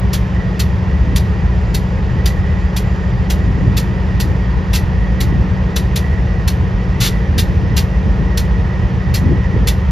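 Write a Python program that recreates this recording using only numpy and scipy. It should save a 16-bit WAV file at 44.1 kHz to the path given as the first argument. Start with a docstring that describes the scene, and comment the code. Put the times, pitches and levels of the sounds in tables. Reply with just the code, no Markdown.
"""A diesel locomotive creeps past a few metres away. From the start its exhaust throbs four times a cycle,
the turbocharger's breathy whistle surges in step, and a compressor and fans drone over the engine room's
roar. An air drain valve spits about twice a second throughout. From 2 to 8 s thin whines crest in turn
as their housings go by, and at 7 s the valve lets out its longest spit. Light gusts buffet the two
closely spaced microphone ports along the way, hardest near the end."""
import sys
import numpy as np
from scipy import signal
from scipy.fft import rfft, irfft
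from scipy.io import wavfile
from scipy.ndimage import uniform_filter1d

SR = 44100
rng = np.random.default_rng(int(sys.argv[2]) if len(sys.argv) > 2 else 0)


def put_to_file(sound):
    """Save the sound as 16-bit audio at rate SR, in the file named by the first command-line argument."""
    columns = np.atleast_2d(sound).T  # one column per channel
    safe = np.clip(columns, -1, 1)
    whole_steps = np.round(safe * 32767)
    wavfile.write(sys.argv[1], SR, whole_steps.astype(np.int16))


N = 437031
T, HZ = np.arange(N) / SR, np.fft.rfftfreq(N, 1 / SR)

# The engine's bass notes: (multiple of the cycle rate, level [dB])
ENGINE_TONES = [(13, -32.5), (15, -25), (17, -32), (19, -33), (34, -34.5), (44, -38)]
# Rumble EQ: (frequency [Hz], gain [dB])
RUMBLE_EQ = [(10, -40), (22, -37), (31, -22.5), (41, -9.5), (51, 0), (68, 1), (85, -4.5), (105, -6.5),
             (150, -13.5), (200, -22), (270, -41.5), (600, -84)]
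# Rumble fader: (time [s], level [dB])
RUMBLE_FADER = [(0.0, -17.5), (0.5, -18.0), (0.7, -14.5), (1.9, -17.0), (2.5, -14.5), (2.7, -18),
                (3.7, -13.5), (3.9, -17), (5.4, -14), (5.7, -19), (6.1, -15), (7.2, -16.5), (7.5, -14.5),
                (9.1, -15), (9.3, -16), (9.9, -14)]
# The four-throb groove: (position [cycles], accent [dB], half-width [cycles])
THROB_PATTERN = [(0.04, 2.5, 0.051), (0.28, 4.5, 0.094), (0.49, 5.5, 0.085), (0.77, 6, 0.08)]

def exhaust(cycles):
    """Uneven firing makes the rumble throb; the engine's tones crest together on the strongest throb."""
    from_accent = cycles - 0.77
    tones = sum(amp(db) * tone(order * from_accent, waver=0.14) for order, db in ENGINE_TONES)
    rumble = steadied(noise(amp(over_hz(RUMBLE_EQ))), span_s=0.11)
    throb = unit(amp(each_cycle(THROB_PATTERN, cycles) + 0.88 * drift(12)))
    return tones + amp(over_time(RUMBLE_FADER)) * throb * rumble


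# Whistle resonances: (centre [Hz], width [Hz], gain [dB])
WHISTLE_PEAKS = [(1907, 78, 1), (1804, 64, -3.5)]
# Whistle fader: (time [s], level [dB])
WHISTLE_FADER = [(0.0, -43), (0.4, -38.5), (1.8, -44.5), (2.4, -38), (2.8, -40), (4.7, -39), (5.1, -36.5),
                 (5.8, -41), (6.0, -38), (6.8, -40.5), (7.0, -39), (9.9, -38.5)]
# One surge and one sag a cycle: (position [cycles], gain [dB], half-width [cycles])
SURGE_PATTERN = [(0.51, 2.5, 0.048), (0.85, -3.5, 0.11)]

def turbocharger(cycles):
    """A breathy whistle, to the right, that surges with every engine cycle and bends up as it swells."""
    bend_hz_per_db, warble_hz = 13, 18
    surge_db = each_cycle(SURGE_PATTERN, cycles) + 1.77 * drift(7)
    colour = sum(amp(db) * bell(hz, width) for hz, width, db in WHISTLE_PEAKS)
    breath = steadied(noise(colour, left_db=-7.5), span_s=0.12)
    bend_hz = bend_hz_per_db * (surge_db - surge_db.mean()) + warble_hz * drift(6)
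    whistle = (signal.hilbert(breath) * np.exp(2j * np.pi * np.cumsum(bend_hz) / SR)).real
    return amp(over_time(WHISTLE_FADER) + surge_db) * whistle


# The compressor's drone: (multiple of the beat rate, level [dB])
COMPRESSOR_TONES = [(4, -35.5), (5, -28.5), (6, -28.5), (8, -27), (9, -31), (10, -42.5), (11, -30.5),
                    (12, -35), (13, -24), (14, -37), (15, -39.5), (20, -48.5), (21, -46), (24, -52.5),
                    (25, -42.5), (29, -49), (30, -43.5), (31, -60.5), (32, -56), (37, -55)]

def compressor(beats):
    """The pistons' beat sounds as a stack of tones, topped by a faint buzz of higher harmonics."""
    drone = sum(amp(db) * tone(order * beats + rng.random(), waver=0.075)
                for order, db in COMPRESSOR_TONES)
    buzz = sum(amp(-54.5 - .2 * k) * np.cos(2 * np.pi * ((k + 34) * beats + rng.random()))
               for k in range(36))
    return (drone + buzz) * amp([[.5], [-.5]])  # a touch to the left


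# Air jet EQ: (frequency [Hz], gain [dB])
JET_EQ = [(300, -30), (900, -11.5), (1500, -6), (2400, -3), (4200, -0.5), (5400, -2), (6500, -3.5),
          (7700, -4.5), (9000, -2.5), (10500, -9), (11600, -7), (13500, -9), (15800, -2.5)]
# Nozzle resonances: (centre [Hz], width [Hz], boost [dB])
NOZZLE_PEAKS = [(2670, 87, 3), (2940, 32, 3), (3490, 50, 5), (3750, 33, 4), (3930, 34, 1.7),
                (4060, 25, 3.4), (4270, 80, 3.4), (4630, 43, 3.3), (5500, 17, 1.7), (11700, 130, 3.5)]
# Spit cues: (time [s], relative level [dB], time open [s], ring pitch [Hz])
SPIT_CUES = [(0.131, -10.5, 0.0085, 3330), (0.594, -12, 0.012, 4350), (1.1597, -9.5, .0063, 4720),
             (1.7437, -12.5, .0085, 4390), (2.257, -9.5, .0092, 4720), (2.764, -14, 0.012, 3260),
             (3.3, -12.5, 0.012, 2810), (3.7686, -11.5, .016, 3500), (4.1999, -11, 0.0085, 4850),
             (4.7321, -11.5, 0.034, 2650), (5.204, -13.5, 0.013, 4010), (5.7606, -10, 0.01, 3900),
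             (5.9585, -8.5, .0043, 3940), (6.4764, -11.5, 0.0081, 4320), (7.0036, -8.5, 0.071, 3500),
             (7.3802, -8.5, .018, 3730), (7.7655, -10.5, 0.024, 2780), (8.374, -9.5, 0.0059, 4200),
             (9.1403, -12, .019, 4290), (9.672, -9.5, 0.017, 3480)]

def drain_valve():
    """The valve snaps open, air jets through the ringing nozzle, and dies between frame and ballast."""
    jet_rise_s, jet_t60_s, echo_rise_s, echo_t60_s = 0.0052, .12, 0.044, 0.46
    treble_db, dulling_db_per_s = 0.4, 35  # the longer the valve stays open, the duller its spit
    colour = amp(over_hz(JET_EQ) + sum(db * bell(hz, width) for hz, width, db in NOZZLE_PEAKS))
    jet = noise(colour, mono=True)
    echo = noise(colour * amp(-HZ / 4000), mono=True)
    treble = irfft(rfft(jet) * np.clip((HZ - 5000) / 4000, 0, 1), N)
    flutter, out = drift(40), np.zeros((2, N))
    for s, db, open_s, ring_hz in SPIT_CUES:
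        part = slice(int((s - .002) * SR), int((s + .5) * SR))
        t = T[part] - T[part][0]
        shut_s = np.maximum(t - open_s, 0)
        jet_env = np.minimum(t / jet_rise_s, 1) * amp(-60 * shut_s / jet_t60_s)
        echo_env = np.minimum(t / echo_rise_s, 1) * amp(-60 * shut_s / echo_t60_s)
        air = jet[:, part] + (amp(treble_db - dulling_db_per_s * open_s) - 1) * treble[:, part]
        frame_bounce = 0.44 * np.roll(air, int(rng.uniform(0.0017, .005) * SR), axis=1)
        ring = amp(-10.5) * np.cos(2 * np.pi * ring_hz * t + flutter[part])
        direct = jet_env * (air + frame_bounce + ring)
        tail = amp(-23) * echo_env * echo[:, part]
        out[:, part] += amp(db) * (direct + tail)
    return out * amp(-7 + 1.2 * drift(250))  # water in the jet makes it sputter


# Buffeting EQ: (frequency [Hz], gain [dB])
BUFFET_EQ = [(20, -40), (60, -4), (110, 1), (170, -4), (240, -8), (330, -13), (480, -23), (800, -45),
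             (2000, -80.5)]
# Gust cues: (time [s], level [dB], half-length [s])
GUST_CUES = [(0.048, -19.5, 0.032), (1.13, -23, .07), (2.19, -29, 0.046), (3.583, -20, 0.3),
             (4.277, -23, 0.19), (4.603, -23.5, 0.035), (5.324, -20.5, 0.18), (6.21, -29, .05),
             (6.615, -22, 0.047), (7.106, -23, 0.2), (7.377, -12, 0.031), (7.62, -20, 0.19),
             (8.072, -18, 0.05), (8.213, -17.5, 0.038), (8.422, -25, 0.047), (9.29, -11.5, 0.085),
             (9.58, -16.5, 0.075)]
# Thump cues: (time [s], level [dB], pitch [Hz])
THUMP_CUES = [(1.132, -12, 240), (2.18, -21, 200), (5.326, -10, 330), (5.355, -6, 168), (9.271, -11, 149),
              (9.31, -15, 400), (9.565, -9.5, 400)]

def wind():
    """Gusts buffet the microphone in lumpy swells over a light breeze; single eddies thump."""
    breeze = amp(-34 + 3 * drift(3))
    gust_power = sum((amp(db) * swell(T - s, half_s)) ** 2 for s, db, half_s in GUST_CUES)
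    buffet = steadied(noise(amp(over_hz(BUFFET_EQ))), span_s=.1) * amp(1.8 * drift(55))
    out = buffet * np.sqrt(breeze ** 2 + gust_power)
    for s, db, hz in THUMP_CUES:
        turns = (T - s) * hz
        out += amp(db) * swell(turns, 0.95) * np.sin(2 * np.pi * turns)
    return out


# EQs of the roar and the hiss: (frequency [Hz], gain [dB])
ROAR_EQ = [(25, -16.5), (200, -0.5), (300, -2.5), (450, 1), (530, -1.5), (680, -6.5), (930, -4.5),
           (1200, -9), (1600, -10), (2250, -15), (2750, -17), (3600, -24), (5300, -27.5), (7500, -38),
           (15000, -66.5)]
HISS_EQ = [(500, -31.5), (2500, 7.5), (4000, -4.5), (6000, -0.5), (8000, -8.5), (11500, -12.5),
           (13000, -24.5), (16000, -31.5)]
# Roar panning: (frequency [Hz], left minus right [dB])
ROAR_PAN = [(100, 15.5), (200, 3.5), (700, 0.5), (1080, 3.5), (1450, -4), (1900, -11), (2400, -3),
            (3200, 0), (4400, 0.5)]
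# The roar arrives from the left: (frequency [Hz], left lead [rad])
ROAR_LEAD = [(100, 0.52), (300, 0.57), (640, 0.4), (1000, 0.85), (1300, 1.22), (1550, 2.12), (2000, 0.5),
             (2600, 0.69), (3200, 0.38), (5000, 0)]

def engine_room(beats):
    """Roar and hiss, coloured by steel panels and louvres; the hiss chuffs on every compressor beat."""
    beat = np.cos(2 * np.pi * beats)
    strokes = np.cos(2 * np.pi * beats * 4)
    knots_hz = np.geomspace(300, 9000, 300)
    panels = amp(1.6 * np.interp(HZ, knots_hz, rng.standard_normal(len(knots_hz)), left=0, right=0))
    roar = noise(panels * amp(over_hz(ROAR_EQ)), left_db=over_hz(ROAR_PAN), lead_rad=over_hz(ROAR_LEAD))
    roar *= 1 + 0.033 * beat + 0.036 * strokes
    hiss = noise(panels * amp(over_hz(HISS_EQ))) * amp(.7 * drift(11))
    hiss *= 1 + .27 * beat + 0.091 * strokes
    return amp(-28.5) * roar + amp(-54) * hiss


# Hum bed of fans, pumps and gears on their own shafts: (pitch [Hz], level [dB])
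HUM_BED = [(529.2, -54.5), (587.5, -51.5), (747.9, -61.5), (777.4, -56), (836.4, -60), (893.5, -55.5),
           (1085, -60.5)]
# Whines of fans and electric gear: (pitch [Hz], level [dB], crest time [s], half-length [s])
WHINE_CUES = [(465.6, -40, 7.5, 4), (2365, -59, 5, 6), (2675, -61, 4, 5), (4592, -62, 4.5, 3.5),
              (4786, -60, 2, 2.5), (5285, -65, 6, 5), (5850, -66, 8, 3), (7101, -63, 2.3, 2.6)]

def fans_and_gears():
    """Steady hums, and thin whines that swell as each housing goes by; the higher ones flutter more."""
    out = sum(amp(db) * tone(hz * T + rng.random(), waver=0.1) for hz, db in HUM_BED)
    shaft_s = T + .00009 * drift(9)  # the whines share one slight pitch wobble
    for hz, db, s, half_s in WHINE_CUES:
        flutter = unit(amp(3 * np.sqrt(hz / 7000) * drift(6)))
        out += amp(db) * swell(T - s, half_s) * flutter * tone(hz * shaft_s + rng.random(), waver=0.12)
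    return out


# Stereo image of the noise layers: (frequency [Hz], left-right likeness [0-1])
STEREO_LIKENESS = [(60, 1), (130, 0.76), (300, 0.8), (450, 1), (800, 0.86), (1150, 0.7), (1450, 0.83),
                   (1650, 1), (1900, 0.99), (2400, 0.8), (3200, 1), (15000, 1)]

def noise(colour, left_db=0, lead_rad=0, mono=False):
    """Coloured two-channel noise of rms 1; the left may differ in level and lead in phase."""
    mid, side = rfft(rng.standard_normal((2, N)))
    likeness = 1 if mono else over_hz(STEREO_LIKENESS)
    mid, side = mid * np.sqrt(1 + likeness), side * np.sqrt(1 - likeness)
    lean = amp(left_db / 2) * np.exp(.5j * lead_rad)
    return unit(irfft(np.array([(mid + side) * lean, (mid - side) / lean]) * colour, N))


def steadied(x, span_s):
    """A leveller that takes the slow swells out of a noise."""
    power = uniform_filter1d((x ** 2).mean(0), int(span_s * SR))
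    return x / np.sqrt(uniform_filter1d(power, int(span_s * SR / 2)) + 1e-9)


def tone(turns, waver):
    """A sine of rms about 1 whose strength and phase waver a few times a second."""
    knots = np.linspace(0, T[-1], num=40)
    strength, slip = (np.interp(T, knots, row) for row in rng.standard_normal((2, len(knots))))
    return np.sqrt(2) * (1 + waver * strength) * np.cos(2 * np.pi * turns + waver * slip)


def drift(per_s):
    """A smooth random modulator of rms 1 that wanders at roughly the given rate."""
    walk = np.convolve(rng.standard_normal(2 ** 16), signal.windows.gaussian(15, 2.25), "same")
    return unit(np.interp(10 * per_s * T, np.arange(len(walk)), walk))


def each_cycle(pattern, cycles):
    """A level in dB that loops the same rounded swells in every cycle."""
    return sum(db * swell((cycles - place + .5) % 1 - .5, width) for place, db, width in pattern)


def swell(offset, half_width):
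    """A rounded rise and fall, cresting at offset 0."""
    return np.exp(-(offset / half_width) ** 2)


def bell(centre_hz, width_hz):
    """The bell curve of one resonance."""
    return 1 / (1 + (2 * (HZ - centre_hz) / width_hz) ** 2)


def over_hz(points):
    """Joins (frequency [Hz], value) points on a log-frequency axis."""
    hz, value = np.transpose(points)
    return np.interp(np.log(HZ + 1), np.log(hz + 1), value)


def over_time(points):
    """Joins (time [s], value) points."""
    return np.interp(T, *np.transpose(points))


def amp(db):
    """Decibels to gain."""
    return 10 ** (np.asarray(db) / 20)


def unit(x):
    """Scales to rms 1."""
    return x / np.sqrt(np.mean(x ** 2) + 1e-20)


def scene():
    """The mix: the engine holds its tempo; the compressor keeps its own, which wanders very slightly."""
    cycle_hz, beat_hz = 3.6685, 14.183
    cycles = cycle_hz * T
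    beats = beat_hz * T + 0.0044 * drift(0.643)
    machines = exhaust(cycles) + turbocharger(cycles) + compressor(beats) + fans_and_gears()
    return machines + engine_room(beats) + wind() + drain_valve()


# Phase between the microphone ports: (frequency [Hz], left lead [rad])
PORT_LEAD = [(20, 0), (5000, 0), (6900, -1.2), (7500, -1.9), (7850, -2.95), (8500, -np.pi), (9300, -3.6),
             (10000, -4.7), (11000, -6.1), (13100, -6.5), (14200, -8.8), (14800, -9.35),
             (15800, -3 * np.pi)]

def record(dry):
    """The two ports part in phase towards the treble; a soft clip rounds the peaks; a low-pass follows."""
    ceiling, cutoff_hz = .97, 15800
    turn = np.exp(.5j * over_hz(PORT_LEAD))
    ports = irfft(rfft(dry) * np.array([turn, turn.conj()]), N)
    rounded = ports / (1 + (ports / ceiling) ** 12) ** (1 / 12)
    low_pass = signal.firwin(511, cutoff_hz, window=("kaiser", 9), fs=SR)
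    return signal.oaconvolve(rounded, low_pass[None], "same")


dry = scene()
out = record(dry)
put_to_file(out)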